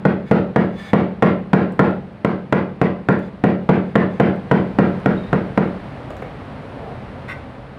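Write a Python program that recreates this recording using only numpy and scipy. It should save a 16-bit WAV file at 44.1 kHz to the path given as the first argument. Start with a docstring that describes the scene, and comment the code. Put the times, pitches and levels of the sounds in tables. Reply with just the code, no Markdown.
"""A rubber mallet knocks a big floor tile into its mortar bed: twenty even blows in a bare, echoing room.
Each blow bends the tile and sets tile and room ringing; a limiter flattens the loudest moments.
Outdoor rumble comes in under the roof. Between blows a hand slides over the dusty tile, with light
taps and three faint chirps. Then the mallet is laid down and the tile is lifted: the mortar rasps,
and the tile's edge grazes a neighbour and rings."""
import sys
import numpy as np
from scipy import signal
from scipy.fft import rfft, irfft, next_fast_len
from scipy.io import wavfile
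from scipy.ndimage import uniform_filter1d

SR = 44100
rng = np.random.default_rng(int(sys.argv[2]) if len(sys.argv) > 2 else 0)


def store_wav(level_fs):
    """Save 16-bit WAV to argv[1]."""
    pcm = np.round(np.clip(np.atleast_2d(level_fs), -1, 1) * 32767)
    wavfile.write(sys.argv[1], SR, pcm.T.astype(np.int16))


N = 343230
TIME = np.arange(N) / SR
HIT_SAMPLES = 32768  # long enough for one hit and its echo
HIT_TIME = np.arange(HIT_SAMPLES) / SR
HIT_HZ = np.arange(HIT_SAMPLES // 2 + 1) * SR / HIT_SAMPLES


def from_db(db):
    """Turn decibels into a number to multiply a sound by."""
    return 10 ** (np.asarray(db) / 20)


def unit_level(sound):
    """Scale a sound to an average (rms) level of 1."""
    return sound / np.sqrt(np.mean(sound ** 2) + 1e-20)


def at_pitch(rows, hz):
    """Read between the rows of a (pitch_hz, value) table, giving each octave equal space."""
    table = np.array(rows)
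    return np.interp(np.log(np.maximum(hz, 1)), np.log(table[:, 0]), table[:, 1])


def add(out, start_s, sound):
    """Mix a sound in at its start time."""
    start = int(start_s * SR)
    part = sound[max(-start, 0):N - start]
    out[max(start, 0):][:len(part)] += part


def coloured(sound, tone):
    """Make each pitch louder or softer by a (pitch_hz, level_db) table."""
    size = next_fast_len(len(sound) + 4096, True)
    gain = from_db(at_pitch(tone, np.arange(size // 2 + 1) * SR / size))
    # minimum phase: nothing comes out before the sound goes in
    cepstrum = irfft(np.log(gain), size)
    cepstrum[1:size // 2] *= 2
    cepstrum[size // 2 + 1:] = 0
    return irfft(rfft(sound, size) * np.exp(rfft(cepstrum)), size)[:len(sound)]


def evened(sound, width_hz):
    """Even out the energy across bands of this width, as many paths together do."""
    power = uniform_filter1d(np.abs(rfft(sound)) ** 2, max(int(width_hz / HIT_HZ[1]), 1))
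    gain_db = -10 * np.log10(np.maximum(power, .05))
    return coloured(sound, np.c_[HIT_HZ, gain_db][1:])


def noise(tone):
    """Steady noise with the given tone."""
    return unit_level(coloured(rng.standard_normal(N), tone))


def ringing(notes):
    """Struck notes, alternating in sign; each fades by 60 dB in its ring_s."""
    return sum((-1) ** k * from_db(db - 60 * HIT_TIME / ring_s) * np.sin(2 * np.pi * hz * HIT_TIME)
               for k, (hz, db, ring_s) in enumerate(notes))


def stirred(notes, width_hz):
    """Notes kept going by random pushes."""
    pushes = rng.standard_normal(N)
    return sum(from_db(db) * unit_level(signal.lfilter(*signal.iirpeak(hz, hz / width_hz, fs=SR), pushes))
               for hz, db in notes)


def stroke(peak_s, hold_s, level_db, rise_s, fall_s):
    """Loudness of one rub: it swells until peak_s, holds and dies away."""
    early = np.maximum(peak_s - TIME, 0)
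    late = np.maximum(TIME - peak_s - hold_s, 0)
    return from_db(level_db) * np.exp(-early / rise_s - late / fall_s)


def with_echo(sound, room, echo_gain):
    """A sound plus the room's answer to it."""
    return sound + echo_gain * signal.fftconvolve(sound, room)[:N]


# How long the room's echo takes to fade by 60 dB: pitch_hz, ring_s
ROOM_RING = [(60, 0.25), (180, 0.37), (500, 0.42), (1500, 0.36), (4000, 0.41), (12000, .3)]

def room_echo(build_s):
    """Reflections crowd in, then die away, each band of pitches at its own pace."""
    spectrum = rfft(rng.standard_normal(HIT_SAMPLES))
    edges_hz = np.r_[0, np.geomspace(90, 2400, 13), 5000, 18000]
    build = 1 - np.exp(-HIT_TIME / build_s)
    out = np.zeros(HIT_SAMPLES)
    for low, high in zip(edges_hz, edges_hz[1:]):
        band = irfft(spectrum * ((HIT_HZ >= low) & (HIT_HZ < high)))
        band *= build * np.exp(-np.log(1000) * HIT_TIME / at_pitch(ROOM_RING, (low + high) / 2))
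        out += band * np.sqrt(2 * (high - low) / SR / np.sum(band ** 2))  # equal energy per hertz
    return out


# Tone of the short snap as the tile bends: pitch_hz, level_db
SNAP_TONE = [(40, 13.5), (100, 29), (190, 49.5), (320, 28.5), (560, 34.5), (800, 28), (1000, 21),
             (1400, 27), (2000, 12.5), (3000, 2.5), (5000, -14), (9000, -19.5), (16000, -30)]

def tile_snap(lag_s=0.000473, spread_s=0.00183, knee_hz=560, near_wall_s=0.003152, scatter_s=0.00195):
    """Bending waves cross the tile, high ones first; the near wall repeats them at once."""
    delay_s = lag_s + spread_s / np.sqrt(1 + HIT_HZ / knee_hz)
    wave = np.exp(-2j * np.pi * np.cumsum(delay_s) * SR / HIT_SAMPLES)
    bounce_s = near_wall_s * rng.uniform(0.815, 1.196)
    bend = irfft(wave * (1 + np.exp(-2j * np.pi * HIT_HZ * bounce_s)))
    # grains of mortar and the tile's edges scatter the wave
    grains = rng.standard_normal(HIT_SAMPLES) * HIT_TIME * np.exp(-HIT_TIME / scatter_s)
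    scattered = bend + grains / np.linalg.norm(grains)
    return coloured(evened(scattered, width_hz=400), SNAP_TONE)


# Mallet blows; a firmly bedded spot sounds brighter than a soft one: start_s, strength_db, bright_db
BLOWS = [(0.0516, -4, -1), (0.3113, -1.2, 0.6), (0.5598, -2, -0.5), (0.9321, -1, 0.5), (1.223, -0.7, 1.5),
         (1.5314, 0, 1), (1.7919, -0.5, 1), (2.2467, -6, 1.5), (2.5244, -4.5, 2.3), (2.8143, -5.5, 1),
         (3.086, -4.5, 0.2), (3.438, -1.5, -1.5), (3.69, -0.5, -0.5), (3.9539, -1.5, 0.2), (4.1984, 0, 0.5),
         (4.5121, -1, -0.6), (4.7862, -1, -0.5), (5.0586, -4, -1), (5.3286, -7.5, -0.5),
         (5.5751, -5.5, -0.2)]
# Tone of a blow as the walls send it back: pitch_hz, level_db
ECHO_TONE = [(40, 16.5), (70, 33), (120, 41), (200, 44), (290, 38), (480, 40.5), (750, 30.5), (1150, 25.5),
             (1420, 24.5), (2050, 20.5), (3000, 7.5), (4700, -6), (6500, -19.5), (15000, -34)]
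# Long-ringing notes of tile and room: pitch_hz, level_db, ring_s
BLOW_NOTES = [(95.4, -24, 0.42), (108.7, -29.5, 0.74), (139.5, -21, 0.85), (155.7, -19.5, 0.47),
              (175.4, -19, 0.19), (182.3, -11.5, 0.73), (195.5, -14.5, 0.64), (213.1, -18, 0.89),
              (257.8, -17, 0.47), (315.5, -20.5, 0.5), (345.5, -21.5, 0.32), (397.4, -18.5, 0.58),
              (426.6, -24, 0.16), (448, -15, 0.43), (517, -19, 0.11), (510, -22.5, 0.11),
              (694.5, -17, 0.32), (824, -27, 0.35), (972, -24, 0.31), (1059, -27.5, 0.19),
              (1406, -22.5, 0.31), (1888, -26.5, 0.32), (2860, -41.5, 0.4)]

def mallet_blows(room, snap_db=-0.1, snap_follows=0.27, spot_db=3.0, spot_hz=1500):
    """Each blow lands on a new spot, so the tile bends differently and the echo takes other paths."""
    ring = ringing(BLOW_NOTES)
    pitches_hz = np.geomspace(60, 16000, 90)
    treble_share = at_pitch([(220, 0), (900, 1)], pitches_hz)
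    middle_share = np.exp(-np.log(pitches_hz / spot_hz) ** 2)
    # low sounds find the same paths every time, high ones do not
    path_change = 1.03 * HIT_HZ ** 2 / (HIT_HZ ** 2 + 750 ** 2)
    # the far walls send back a cluster of reflections: 1.5 dB extra after 59 ms
    far_walls = from_db(1.5 * np.exp(-((HIT_TIME - 0.059) / 0.02) ** 2))
    out = np.zeros(N)
    add(out, -.22, coloured(room, ECHO_TONE) + ring)  # an earlier blow is still dying away
    for start_s, strength_db, bright_db in BLOWS:
        new_paths = room_echo(build_s=0.013)
        paths = irfft(np.cos(path_change) * rfft(room) + np.sin(path_change) * rfft(new_paths))
        echo = coloured(paths * far_walls, ECHO_TONE)
        snap = from_db(snap_db + snap_follows * strength_db) * tile_snap()
        blow = from_db(strength_db) * (echo + ring) + snap
        # the spot matters most for the middle pitches
        spot_tone_db = spot_db * middle_share * rng.standard_normal(len(pitches_hz))
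        add(out, start_s, coloured(blow, np.c_[pitches_hz, bright_db * treble_share + spot_tone_db]))
    return out


# Tone of the outdoor rumble: pitch_hz, level_db
RUMBLE_TONE = [(25, -28), (42, -19.5), (60, -4), (85, 4), (125, 3.5), (170, -6.5), (260, 1), (350, -7),
               (550, -3.5), (1000, -10.5), (2000, -17.5), (4300, -32), (6500, -48.5), (15000, -72.5)]
# Low room notes that the rumble stirs: pitch_hz, level_db
BOOM_NOTES = [(58, -16.5), (141, -11), (196, -16.5)]
# Tone of the thin background hiss: pitch_hz, level_db
HISS_TONE = [(3000, 3), (6500, -5), (9500, 1), (12000, -15.5), (15500, -10.5)]
# One slow swell of rumble, boom and hiss together: time_s, level_db
OUTDOOR_SWELL = [(0, -35), (3, -36), (4, -33.5), (5, -27.5), (7.3, -29), (7.75, -32.5)]

def outdoor_rumble(rumble_db=-5.0, hiss_db=-38):
    """A distant rumble makes the room boom on its lowest notes, with a thin hiss on top."""
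    cut_treble = signal.butter(2, 400, fs=SR, output="sos")
    boom = signal.sosfilt(cut_treble, stirred(BOOM_NOTES, width_hz=12.0))
    rumble = from_db(rumble_db) * noise(RUMBLE_TONE)
    hiss = from_db(hiss_db) * noise(HISS_TONE)
    swell = from_db(np.interp(TIME, *np.transpose(OUTDOOR_SWELL)))
    return swell * (rumble + boom + hiss)


# Strokes of the hand: peak_s, hold_s, level_db
HAND_STROKES = [(.272, .025, -51), (.795, .11, -43), (3.23, .05, -56), (3.86, .06, -59), (4.12, .06, -54)]
# Tone of skin brushing over dust: pitch_hz, level_db
SKIN_TONE = [(200, -16), (800, 7.5), (1900, 7), (2800, 0.5), (3800, 0), (5500, -18), (8500, -22.5),
             (11500, -30), (15000, -45)]
# Notes of skin squeaking on the tile: pitch_hz, level_db
SQUEAK_NOTES = [(1770, -2), (2210, -4), (3460, -8), (4820, -17), (6160, -22.5), (6910, -27), (8350, -28),
                (9600, -31)]

def hand_slides(hiss_db=0.5):
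    """Skin hisses and faintly squeaks on the dusty tile; a longer stroke gathers speed for longer."""
    skin = from_db(hiss_db) * noise(SKIN_TONE) + stirred(SQUEAK_NOTES, width_hz=26)
    movement = sum(stroke(peak_s, hold_s, level_db, rise_s=.33 * hold_s, fall_s=0.018)
                   for peak_s, hold_s, level_db in HAND_STROKES)
    return movement * skin


# Small touches of mallet, fingers and grit: start_s, knock_db, tick_db
TOUCHES = [(1.7225, -31, -28.5), (1.909, -63, -35), (3.192, -55, -28), (4.3616, -64.5, -35),
           (5.0001, -56, -34), (6.105, -19, -25), (6.168, -30, -26.5), (6.222, -10.5, -38)]

def light_taps(room):
    """Each light touch makes a dull knock and a shorter, gritty tick."""
    # both tones: pitch_hz, level_db
    knock_tone = [(100, -22.5), (450, 11), (900, 5.5), (2000, -4.5), (4000, -35), (9000, -47)]
    tick_tone = [(500, -39), (3000, -7.5), (9000, -17.5), (15000, -25)]
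    out = np.zeros(N)
    for start_s, knock_db, tick_db in TOUCHES:
        burst = rng.standard_normal(HIT_SAMPLES) * np.exp(-HIT_TIME / 0.0044)
        knock = coloured(burst, knock_tone)
        tick = coloured(burst * np.exp(-HIT_TIME / 0.0017), tick_tone)
        add(out, start_s, from_db(knock_db) * knock + from_db(tick_db) * tick)
    return with_echo(out, room, echo_gain=0.72)


# Faint high chirps: peak_s, pitch_hz, level_db
HIGH_CHIRPS = [(5.178, 3770, -41.5), (5.239, 3670, -41.5), (5.275, 3920, -49)]

def faint_chirps(room, fade_s=0.0047):
    """Short, thin whistles fade in and out, smeared by the room."""
    out = np.zeros(N)
    for peak_s, pitch_hz, level_db in HIGH_CHIRPS:
        loudness = from_db(level_db) * np.exp(-((TIME - peak_s) / fade_s) ** 2)
        out += loudness * np.sin(2 * np.pi * pitch_hz * TIME)
    return with_echo(out, room, echo_gain=0.96)


# Tone of the dragging mortar: pitch_hz, level_db
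MORTAR_TONE = [(200, -25), (450, 4), (590, 3), (720, 4), (1000, -8), (3000, -55)]

def mortar_rasp():
    """Mortar rasps as the tile is pulled away from it."""
    pull = stroke(peak_s=6.84, hold_s=0.065, level_db=-36, rise_s=0.14, fall_s=.06)
    return pull * noise(MORTAR_TONE)


# Notes of the freed tile's edge: pitch_hz, level_db, ring_s
EDGE_NOTES = [(1113, 5, 0.04), (1510, 7, 0.1), (1930, 7, 0.063), (2080, 4, 0.08), (2500, -1, .08),
              (2700, -11, 0.092), (3600, -8, .04), (5530, -19, 0.086)]
# Tone of the grit between two tile edges: pitch_hz, level_db
GRIT_TONE = [(500, -23), (1500, -4), (2300, 11), (3000, -1), (4000, -7), (6000, -21), (8000, -18),
             (10500, -19), (12000, -27), (15000, -27)]

def edge_graze(room, slips_per_s=1600, grit_db=9):
    """Quick gritty slips of one edge on another set the freed tile ringing."""
    contact = stroke(peak_s=7.285, hold_s=0.037, level_db=-49, rise_s=0.0037, fall_s=0.014)
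    slips = (rng.random(N) < slips_per_s / SR) * rng.choice([-1, 1], N) * contact
    ring = signal.fftconvolve(slips, ringing(EDGE_NOTES))[:N]
    grit = from_db(grit_db) * contact * noise(GRIT_TONE)
    return with_echo(ring + grit, room, echo_gain=0.35)


def scene():
    """Mix all the sounds; blows, taps, chirps and the graze share one room's echo."""
    room = evened(room_echo(build_s=0.0029), width_hz=22)
    mix = mallet_blows(room) + outdoor_rumble() + hand_slides() + light_taps(room)
    mix += faint_chirps(room) + mortar_rasp() + edge_graze(room)
    return mix[None]


def record(dry, limit_db=-3.5, attack_s=0.0069, release_db_per_s=130, ceiling=.76, cutoff_hz=15600):
    """A limiter quickly turns loud blows down; leftover peaks are rounded and the top treble is cut."""
    over_db = np.maximum(20 * np.log10(np.abs(dry[0]) + 1e-9) - limit_db, 0)
    recovery_db = release_db_per_s * TIME
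    held_db = np.maximum.accumulate(over_db + recovery_db) - recovery_db
    smoothing = np.exp(-1 / (attack_s * SR))
    turn_down_db = signal.lfilter([1 - smoothing], [1, -smoothing], held_db)
    limited = dry * from_db(-turn_down_db)
    rounded = limited / (1 + (limited / ceiling) ** 8) ** (1 / 8)
    return signal.sosfilt(signal.ellip(10, .1, 80, cutoff_hz, fs=SR, output="sos"), rounded)


dry = scene()
out = record(dry)
store_wav(out)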